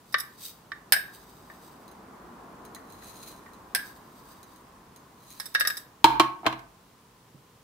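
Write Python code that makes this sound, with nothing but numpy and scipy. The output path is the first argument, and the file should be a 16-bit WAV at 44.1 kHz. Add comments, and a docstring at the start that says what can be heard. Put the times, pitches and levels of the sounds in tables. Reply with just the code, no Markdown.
"""Spooning oats from a jar

Oats are spooned from a clip-top glass jar into a china bowl in a small kitchen, while two cars pass outside.
Lid, wire clasp, rim, taps and table are struck bodies: decaying modes plus filtered contact noise.
Flakes are dense random ticks coloured by glass or china, and the cars are shaped noise falling off as
1 / distance. The jar is set down close to the microphone, whose limiter ducks the loudest knocks."""
import sys
import numpy as np
from scipy import signal
from scipy.fft import rfft, irfft, next_fast_len
from scipy.io import wavfile
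from scipy.ndimage import uniform_filter1d, minimum_filter1d

SR = 44100
rng = np.random.default_rng(int(sys.argv[2]) if len(sys.argv) > 2 else 0)


def digitize_waveform(pressure):
    """Quantize a signal to 16-bit integers and store it at the path in sys.argv[1].

    Rows of a 2-D input are taken as channels; values are limited to [-1, 1].
    """
    field = np.atleast_2d(pressure).T
    bounded = np.clip(field, -1, 1)
    quanta = np.round(bounded * 32767).astype(np.int16)
    wavfile.write(sys.argv[1], SR, quanta)


N = 336483
TIME = np.arange(N) / SR  # s
RING = TIME[:SR * 3 // 4]  # time axis of one blow and of the room's tail, s


def undb(db):
    """Logarithmic level: decibels become an amplitude gain."""
    return 10 ** (np.asarray(db) / 20)


def unit(x):
    """Normalisation: scale to an rms value of 1."""
    return x / np.sqrt(np.mean(x ** 2))


def at(points, hz):
    """Spectral interpolation: read (f/Hz, value) points on a log-frequency axis."""
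    f, value = np.transpose(points)
    return np.interp(np.log(hz + 1), np.log(f), value)


def shape(x, gain):
    """Minimum-phase filtering: folding the cepstrum makes the magnitude gain(hz) causal."""
    n = 2 * next_fast_len(x.shape[-1])
    hz = np.arange(n // 2 + 1) * SR / n
    cepstrum = irfft(np.log(gain(hz) + 1e-9))
    cepstrum[1:n // 2] *= 2
    cepstrum[n // 2 + 1:] = 0
    response = np.exp(rfft(cepstrum))
    return irfft(rfft(x, n) * response)[..., :x.shape[-1]]


def stereo(pair, points, apart_hz):
    """Interaural coherence: two unrelated signals share one colour, most alike well below apart_hz."""
    def width(hz):
        return .1 + .75 * hz ** 2 / (hz ** 2 + apart_hz ** 2)

    mid = shape(pair[0], lambda hz: undb(at(points, hz)))
    side = shape(pair[1], lambda hz: undb(at(points, hz)) * width(hz))
    return unit(np.array([mid + side, mid - side]))


def resonate(x, modes, lift_db, width_hz):
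    """Resonance: noise made on a body is lifted around each mode, in bands that widen with frequency."""
    top = max(db for db, _ in modes.values())

    def gain(hz):
        total = 0
        for f, (db, _) in modes.items():
            half_width = width_hz * np.sqrt(f / 1000)
            total = total + undb(db - top) / (1 + ((hz - f) / half_width) ** 2)
        return 1 + undb(lift_db) * total
    return shape(x, gain)


def waver(rate, spread_db):
    """Random modulation: chance levels, drawn rate times a second, are smoothed into a wandering gain."""
    k = int(SR / rate)
    held = np.repeat(rng.standard_normal(N // k + 1), k)
    return undb(spread_db * uniform_filter1d(held, k)[:N])


def add(out, s, x):
    """Superposition: mix x into out from time s."""
    i = int(s * SR)
    out[:, i:i + x.shape[1]] += x[:, :N - i]


def strike(modes, crack, crack_db, crack_t60, snap_db, spread):
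    """Modal impact: modes start together, so close pairs beat, under a burst of contact noise."""
    hz, db, t60 = np.transpose([(f, *mode) for f, mode in modes.items()])[:, :, None]
    # each mode reaches the two sides out of step
    skew = spread * np.minimum(hz / 2000, 1) * rng.choice([-1, 1], hz.shape)
    phase = 2 * np.pi * hz * RING + hz / 5000 * rng.standard_normal(hz.shape)
    fade = undb(db - 60 * RING / t60)
    ring = np.array([(fade * np.sin(phase + side * skew)).sum(0) for side in (-1, 1)])
    ring *= 1 - np.exp(-RING / 0.0023)
    noise = stereo(rng.standard_normal((2, len(RING))), crack, 900)
    noise = resonate(noise, modes, lift_db=8.5, width_hz=33)
    burst = noise * undb(-60 * RING / crack_t60)
    # the first milliseconds of hard contact are the brightest
    snap = np.diff(noise, prepend=0) * np.exp(-(RING / 0.0022) ** 2)
    return unit(ring) + undb(crack_db) * unit(burst) + undb(snap_db) * unit(snap)


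def blows(events, modes, crack, crack_db, crack_t60, snap_db, spread):
    """Contact stiffness: softer contact dulls a blow, and its place may favour one resonance."""
    out = np.zeros((2, N))
    for s, db, soft_hz, pan_db, *place in events:
        x = strike(modes, crack, crack_db, crack_t60, snap_db, spread)
        x = shape(x, lambda hz: 1 / np.sqrt(1 + (hz / soft_hz) ** 4))
        if place:
            place_hz, lift_db = place
            x = shape(x, lambda hz: undb(lift_db / (1 + ((hz - place_hz) / 75) ** 2)))
        x /= np.sqrt(np.mean(x[:, :SR // 50] ** 2))  # the level is that of the first 20 ms
        pan = np.array([[pan_db], [-pan_db]]) / 2
        add(out, s, x * undb(db + pan))
    return out


SLIDE_RANGE_DB = 20  # change of level over one rise or one fall
CLUMPS_PER_S, CLUMP_DB = 45, 3  # flakes move in clumps


def flow(slides):
    """Granular flow: each slide swells exponentially to its peak and runs out, in uneven clumps."""
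    power = 0
    for s, db, rise, fall in slides:
        from_peak = np.maximum((s - TIME) / rise, (TIME - s) / fall)
        power = power + undb(db - SLIDE_RANGE_DB * from_peak) ** 2
    return np.sqrt(power) * waver(CLUMPS_PER_S, CLUMP_DB)


def oats(slides, colour, vessel, per_s, size_db, lift_db, width_hz):
    """Shot noise: countless flakes of uneven size tick against a vessel and pick up its resonances."""
    struck = rng.random((2, N)) < per_s / SR
    size = undb(size_db * np.minimum(rng.exponential(size=(2, N)), 4))
    ticks = struck * rng.standard_normal((2, N)) * size
    coloured = stereo(ticks, colour, 1500)
    return unit(resonate(coloured, vessel, lift_db, width_hz)) * flow(slides)


# cars outside: nearest at t/s, speed/(m/s), road roar level/dB, tyre hum level/dB, engine level/dB
CARS = [(2.45, 13.7, -48.5, -58.5, -81), (3.92, 9.2, -58.5, -57.5, -64)]
# colours of road roar, tyre hum and engine: f/Hz, level/dB
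ROAR = [(35, -24), (55, 0), (85, -24.5), (130, -7), (190, 2), (330, 0.5), (550, -6.5), (850, -3.5),
        (1300, -7.5), (2000, -21), (3500, -36), (8000, -45.5)]
TYRES = [(300, -17), (700, -23), (1030, 2.5), (1300, -13), (1800, -14), (4000, -42)]
ENGINE = [(25, -26.5), (44, -8), (54, 1.5), (66, -9), (100, -4.5), (160, -34.5)]
STREET_M = 10.3  # nearest distance of the cars
ROAR_REAR_DB, ENGINE_FRONT_DB = 0.56, 2.5  # the roar is louder behind a car, the engine ahead of it


def traffic():
    """Spherical spreading: cars pass at steady speed, their amplitude falling off as 1 / distance."""
    power = 0
    for s, speed, roar_db, tyre_db, engine_db in CARS:
        along = speed * (TIME - s)
        distance = np.hypot(along, STREET_M)
        away = along / distance  # negative approaching, positive receding
        roar_level = roar_db + ROAR_REAR_DB * away
        engine_level = engine_db - ENGINE_FRONT_DB * away
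        levels = [roar_level, np.full(N, tyre_db), engine_level]
        power = power + (undb(levels) * STREET_M / distance) ** 2
    roar, tyres, engine = (stereo(rng.standard_normal((2, N)), colour, 620) * gain
                           for colour, gain in zip((ROAR, TYRES, ENGINE), np.sqrt(power)))
    return roar * waver(4.5, 0.31) + tyres * waver(9.7, 0.4) + engine


# colour of the still air in the room: f/Hz, level/dB
STILL_AIR = [(15, -58.5), (25, -27.5), (76, -11.5), (130, -5), (195, -10.5), (277, -14.5), (301, -25),
             (451, -12), (531, -18.5), (575, -22), (962, -28.5), (1790, -26), (2990, -26), (13600, -34),
             (16000, -31.5)]


def still_air(level_db):
    """Stationary noise: a steady, coloured hush."""
    return undb(level_db) * stereo(rng.standard_normal((2, N)), STILL_AIR, 1200)


# flakes sliding as the jar tilts or the spoon digs: peak t/s, level/dB, rise t/s, fall t/s
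JAR_SLIDES = [(.15, -60, 0.26, .7), (.46, -40, 0.097, 0.095), (1.16, -55, 0.23, 0.36),
              (1.64, -58.5, 0.73, 0.35), (3.87, -50.5, 0.16, 0.16), (4.28, -58, 0.32, 0.2),
              (4.54, -63, 0.22, 0.16), (5.42, -51, 0.2, .24), (5.78, -48.5, 0.35, 0.069)]
# colour of flakes sliding on glass: f/Hz, level/dB
SLIDING = [(800, -19), (2700, -6), (3800, -1.5), (6000, -5), (7200, -6), (10000, -4), (14000, 1.5),
           (16000, -1.5)]
# resonances of the air inside the jar: f/Hz: (level/dB, t60/s, which sliding does not use)
JAR_AIR = {3794: (-1, .05), 4641: (-1, .05), 4961: (-2.2, .05), 6200: (-1, .05), 7950: (-4, .05),
           8300: (0, .05)}


def sliding_in_jar():
    """Cavity resonance: sliding flakes are heard through the air inside the jar."""
    return oats(JAR_SLIDES, SLIDING, JAR_AIR, per_s=5000, size_db=2.6, lift_db=7, width_hz=40)


# wire ticking in its hinge: t/s, level/dB, left minus right level/dB
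WIRE_TICKS = [(0.125, -50, -5), (0.183, -40.5, -2), (0.1995, -37, -6), (5.4568, -42, -5),
              (5.5424, -45, -10), (5.5975, -33.5, -6.5), (5.7695, -38.5, -2.5)]
# clasp striking the glass, which rings both: t/s, glass level/dB, wire level/dB, wire cut-off f/Hz,
# left minus right level/dB, resonance at that place f/Hz, its lift level/dB
CLASP_KNOCKS = [(5.3993, -40, -35, 8650, -5.5, 1900, 6.5), (5.5492, -19.5, -33.5, 5500, -2, 2200, 4),
                (5.6080, -21.5, -31.5, 11030, 0.5, 1550, 1.5), (5.6503, -28.5, -49, 9010, -0.5, 1760, 2),
                (5.6730, -32, -24, 13000, -3, 1250, 6), (5.7010, -30.5, -36, 10900, -0.5, 1720, 1.5)]
# modes of the wire: f/Hz: (level/dB, t60/s)
WIRE = {3770: (-6, .05), 4950: (-2, 0.043), 5180: (0, .06), 5420: (-2, 0.045), 7940: (0.5, 0.072),
        9550: (-3.5, .06), 9850: (-2, 0.078), 10550: (-1, 0.054), 12700: (-8, 0.078), 14100: (3, .07)}
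# colour of its contact noise: f/Hz, level/dB
WIRE_CRACK = [(500, -16.5), (1800, -2), (3000, -21), (3800, 0.5), (4300, -16.5), (5200, -1), (6900, -17),
              (8000, -15.5), (10300, -4), (11600, -4), (14000, -2.5), (16000, -14.5)]
WIRE_CUT_HZ, WIRE_BOUNCE_S, WIRE_BOUNCE_DB = 13500, 0.0047, 0  # every tick rebounds once


def wire():
    """Rebound: the wire rings with each clasp knock, and ticks twice each time it moves in its hinge."""
    ticks = [(s, db, cut_hz, pan) for s, _, db, cut_hz, pan, *_ in CLASP_KNOCKS]
    for s, db, pan in WIRE_TICKS:
        ticks.append((s, db, WIRE_CUT_HZ, pan))
        ticks.append((s + WIRE_BOUNCE_S, db + WIRE_BOUNCE_DB, WIRE_CUT_HZ, pan))
    return blows(ticks, WIRE, WIRE_CRACK, crack_db=7.0, crack_t60=0.045, snap_db=-13, spread=0.63)


# glass lid knocking on its hinge: t/s, level/dB, left minus right level/dB, lift of its longest ring level/dB
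LID_KNOCKS = [(0.1424, -20, -2.5, -2.5), (0.7180, -34.5, -2, -1.5), (1.499, -47.5, 2, 9),
              (2.763, -50, 3, 5), (3.02, -54, 2, 3), (3.4610, -51.5, -1, 5)]
# modes of the lid: f/Hz: (level/dB, t60/s)
LID = {1136: (1.7, 0.037), 1165: (-8.5, 0.099), 1560: (-3, 0.062), 1739: (2, 0.044), 1800: (-1.1, 0.098),
       1850: (-7.5, .16), 1965: (1.94, 0.056), 2288: (-7, 0.047), 2934: (-7, 0.019), 3450: (-16, 0.032),
       3763: (-0.506, 0.041), 4861: (-13, .04), 5432: (-14.5, .04)}
# colour of its contact noise: f/Hz, level/dB
LID_CRACK = [(150, -33.5), (400, -14), (650, -6), (900, -21), (1200, -2), (1900, -4), (2600, -8),
             (4200, -8), (5200, -1), (7000, -19), (9000, -10), (15000, -12)]
LID_CUT_HZ, LID_DB_PER_OCTAVE = 4200, 49.5  # cut-off at 0 dB, and the rise in level that doubles it
LID_RING_HZ = 1850  # its longest ring


def lid():
    """Nonlinear contact: a harder knock of the lid is brighter."""
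    knocks = []
    for s, db, pan, lift in LID_KNOCKS:
        cut_hz = LID_CUT_HZ * 2 ** (db / LID_DB_PER_OCTAVE)
        knocks.append((s, db, cut_hz, pan, LID_RING_HZ, lift))
    return blows(knocks, LID, LID_CRACK, crack_db=0.5, crack_t60=0.03, snap_db=-13.0, spread=0.57)


# spoon on the jar: t/s, level/dB, rim resonance f/Hz, its lift level/dB
CLINKS = [(0.9224, -15.5, 1637, -1), (3.7490, -23, 1670, 3.5)]
# returns of every clink: delay t/s, level re the clink/dB, cut-off f/Hz, left minus right level/dB,
# rim resonance f/Hz, its lift level/dB
CLINK_RETURNS = [(.0096, -8.5, 4600, 4, 1650, 4), (0.0416, -13.5, 1900, 1.5, 1710, 8.5)]
# modes of the jar: f/Hz: (level/dB, t60/s)
JAR = {1141: (-22, .2), 1529: (-3, .18), 1591: (-6, .12), 1626: (3, .23), 1648: (-1, .19), 1690: (-3, .14),
       1783: (-5, .14), 1986: (-13, .12), 2290: (-12, .06), 2620: (-11, .06), 3074: (-8, .08),
       3548: (-15, .1), 3765: (-11, .28), 3892: (-11, .1), 4506: (-15, .09), 4936: (-12, .16),
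       5150: (-9, .07), 5696: (-18, .08), 7950: (-7, .06), 8441: (-3, .09), 8540: (-12, .28),
       9060: (-9, .08), 9841: (-6, .08), 10595: (2, .09), 12620: (-5, .07), 12830: (-11, .24),
       14420: (-5, .08), 15200: (-8, .07)}
# colour of its contact noise: f/Hz, level/dB
JAR_CRACK = [(200, -18.5), (450, -16.5), (700, -2.5), (1100, -11), (1700, -0.5), (2400, -2), (3600, -6),
             (5200, 2), (6600, -17), (8300, -3.5), (10500, -4), (11600, -11.5), (13000, 1), (15500, -9)]
CLINK_CUT_HZ, CLINK_PAN_DB = 14000, -2


def spoon_on_rim():
    """Specular reflection: each clink rings the jar and returns twice from the walls, duller."""
    hits = []
    for s, db, *rim in CLINKS:
        hits.append((s, db, CLINK_CUT_HZ, CLINK_PAN_DB, *rim))
        for delay, loss_db, *tone in CLINK_RETURNS:
            hits.append((s + delay, db + loss_db, *tone))
    return blows(hits, JAR, JAR_CRACK, crack_db=5.5, crack_t60=0.047, snap_db=-5.5, spread=0.75)


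# light touches of the spoon in jar or bowl: t/s, level/dB
TAPS = [(1.879, -57), (1.914, -60), (2.6512, -53.5), (2.7480, -46), (2.901, -57), (2.923, -54.5),
        (3.5337, -58.5), (4.43, -54.5), (4.56, -60), (4.9612, -55), (5.304, -52.5)]
# china-like modes: f/Hz: (level/dB, t60/s)
CHINA = {1880: (-14, .15), 2450: (-14, .06), 4000: (-1, .07), 4180: (-3, .06), 6420: (1, .07),
         6900: (-9, .06), 8100: (-8, .06), 9600: (-3, .06), 10400: (-10, .05), 13100: (-7, .05)}
# colour of flakes and of light touches: f/Hz, level/dB
FLAKES = [(800, -13.5), (2500, -3.5), (4000, -3.5), (5200, -4), (7000, -7), (10000, -4.5), (14000, -3),
          (16000, -5.5)]
TAP_CUT_HZ, TAP_PAN_DB = 16000, -2


def spoon_taps():
    """Modal excitation: light touches of the spoon in jar or bowl are all given one china-like ring."""
    taps = [(s, db, TAP_CUT_HZ, TAP_PAN_DB) for s, db in TAPS]
    return blows(taps, CHINA, FLAKES, crack_db=3, crack_t60=0.04, snap_db=1, spread=0.53)


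# flakes poured or scraped in the bowl: peak t/s, level/dB, rise t/s, fall t/s
BOWL_FLOWS = [(3.10, -51, 0.27, 0.27), (3.28, -50.5, 0.32, .19), (5.33, -52.5, 0.24, .22)]


def flakes_in_bowl():
    """Resonant filtering: flakes poured or scraped in the bowl take on china-like modes."""
    return oats(BOWL_FLOWS, FLAKES, CHINA, per_s=2600, size_db=2.6, lift_db=12, width_hz=50)


# modes of the glass under the clasp: f/Hz: (level/dB, t60/s)
CLASP = {1233: (-13, 0.11), 1540: (-13.5, 0.17), 1660: (0, 0.097), 1750: (0, .06), 1850: (1.5, 0.065),
         2740: (-10, 0.055), 3763: (-2.5, 0.067), 4630: (-12.5, 0.033), 5150: (-13, 0.031)}
CLASP_CUT_HZ = 4000


def clasp_on_glass():
    """Driving-point response: the place where the clasp strikes favours one resonance of the glass."""
    glass = [(s, db, CLASP_CUT_HZ, *place) for s, db, _, _, *place in CLASP_KNOCKS]
    return blows(glass, CLASP, LID_CRACK, crack_db=-1.5, crack_t60=0.071, snap_db=-11.5, spread=1.0)


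# jar base meeting the table: t/s, level/dB, contact cut-off f/Hz, left minus right level/dB,
# base resonance f/Hz, its lift level/dB
THUDS = [(6.0428, -1.5, 5500, -1, 890, 10.5), (6.1975, -12, 4860, -1.5, 1103, 11.5),
         (6.4315, -43, 1100, 0, 740, 11), (6.445, -41.5, 1300, -2, 1070, -15),
         (6.4555, -30.5, 1220, 1, 950, -28), (6.4642, -18, 3460, -2, 624, 9.5),
         (6.526, -35, 3100, -1, 705, 2), (6.592, -54, 9070, -10, 700, 0), (7.345, -50, 218, -4, 190, 19)]
# modes of the table: f/Hz: (level/dB, t60/s)
TABLE = {48: (-26.5, 0.98), 210: (-20.5, .14), 129.3: (-15, 0.45), 246: (-17, 0.34), 326.5: (-5.5, 0.27),
         660: (-7.5, 0.091), 729: (-8, 0.18), 900: (-12, 0.083), 928: (-2.7, 0.17), 1010: (-4, 0.094),
         1093: (-5.5, 0.27), 1254: (-5.5, 0.13), 1334: (-12.5, 0.079), 1523: (-6, 0.26), 1687: (-13, 0.25),
         1857: (-17.5, .1), 2172: (-1.5, 0.047), 2360: (-15.5, 0.11), 2536: (-11, 0.063), 2838: (-8, 0.067),
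         3143: (-8.5, 0.13), 4094: (-6.5, 0.1)}
# colour of its contact noise: f/Hz, level/dB
TABLE_CRACK = [(30, -28.5), (70, -16), (135, -7.5), (200, -19.5), (340, 2.5), (520, -16), (720, -6),
               (1100, -6.5), (1800, -13.5), (3500, -11), (6500, -16), (15000, -11.5)]


def jar_on_table():
    """Structure-borne sound: the jar's base sets the wooden table ringing."""
    return blows(THUDS, TABLE, TABLE_CRACK, crack_db=12, crack_t60=0.062, snap_db=-4.5, spread=.8)


# early reflections from table and walls: t/s, level before early_db is added/dB
ECHOES = [(.0023, -10.5), (.0095, -2), (0.0156, -14.5), (0.0415, -26.5)]
# reverberation time of the room: f/Hz, t60/s
ROOM_T60 = [(100, 1), (400, 0.47), (1500, .42), (4000, 0.28), (9000, 0.21), (16000, 0.34)]


def kitchen(x, early_db, wet_db):
    """Reverberation: direct sound, near reflections and a diffuse, bass-thin tail decaying band by band."""
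    noise = stereo(rng.standard_normal((2, len(RING))), [(100, -10), (600, 0), (20000, 0)], 400)
    hz, t, bins = signal.stft(noise, SR, nperseg=256)
    decay = undb(-60 * t / at(ROOM_T60, hz)[:, None])
    tail = signal.istft(bins * decay, SR)[1][:, :len(RING)]
    tail *= 1 - np.exp(-(RING / 0.015) ** 2)
    response = undb(wet_db) * unit(tail) / np.sqrt(len(RING))
    response[:, 0] += 1  # direct sound
    for s, db in ECHOES:
        for side in range(2):
            arrival = abs(s + .00005 * rng.standard_normal())
            response[side, int(arrival * SR)] += undb(db + early_db)
    return signal.fftconvolve(x, response, axes=1)[:, :N]


def scene():
    """Superposition of fields: what the hands do is heard in the room, over street and still air."""
    behind = traffic() + still_air(level_db=-59.5)
    flakes = sliding_in_jar() + flakes_in_bowl()
    spoon = spoon_on_rim() + spoon_taps()
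    near = wire() + lid() + clasp_on_glass() + jar_on_table()
    near[0] = np.roll(near[0], 2)  # the jar is held on the right, so the left port hears it later
    handled = kitchen(spoon + flakes, early_db=-6, wet_db=-11.5)
    return handled + kitchen(near, early_db=-18.0, wet_db=-13.5) + behind


def limiter(x, top_db, release_db_per_s):
    """Peak limiting: the gain drops just ahead of a loud peak and climbs back steadily in dB."""
    over = np.maximum(20 * np.log10(np.abs(x).max(0) + 1e-9) - top_db, 0)
    climb = release_db_per_s * TIME
    duck = climb - np.maximum.accumulate(over + climb)
    ahead = minimum_filter1d(duck, size=89)
    return x * undb(uniform_filter1d(ahead, size=89))


def record(dry):
    """Saturation and band-limiting: loud knocks are limited, then clipped, and the top is cut."""
    held = np.clip(limiter(dry, top_db=1.75, release_db_per_s=76.5), -1, 1)
    low_pass = signal.ellip(8, .2, 70, 15550, fs=SR, output="sos")  # edge in Hz
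    return signal.sosfilt(low_pass, held)


dry = scene()
out = record(dry)
digitize_waveform(out)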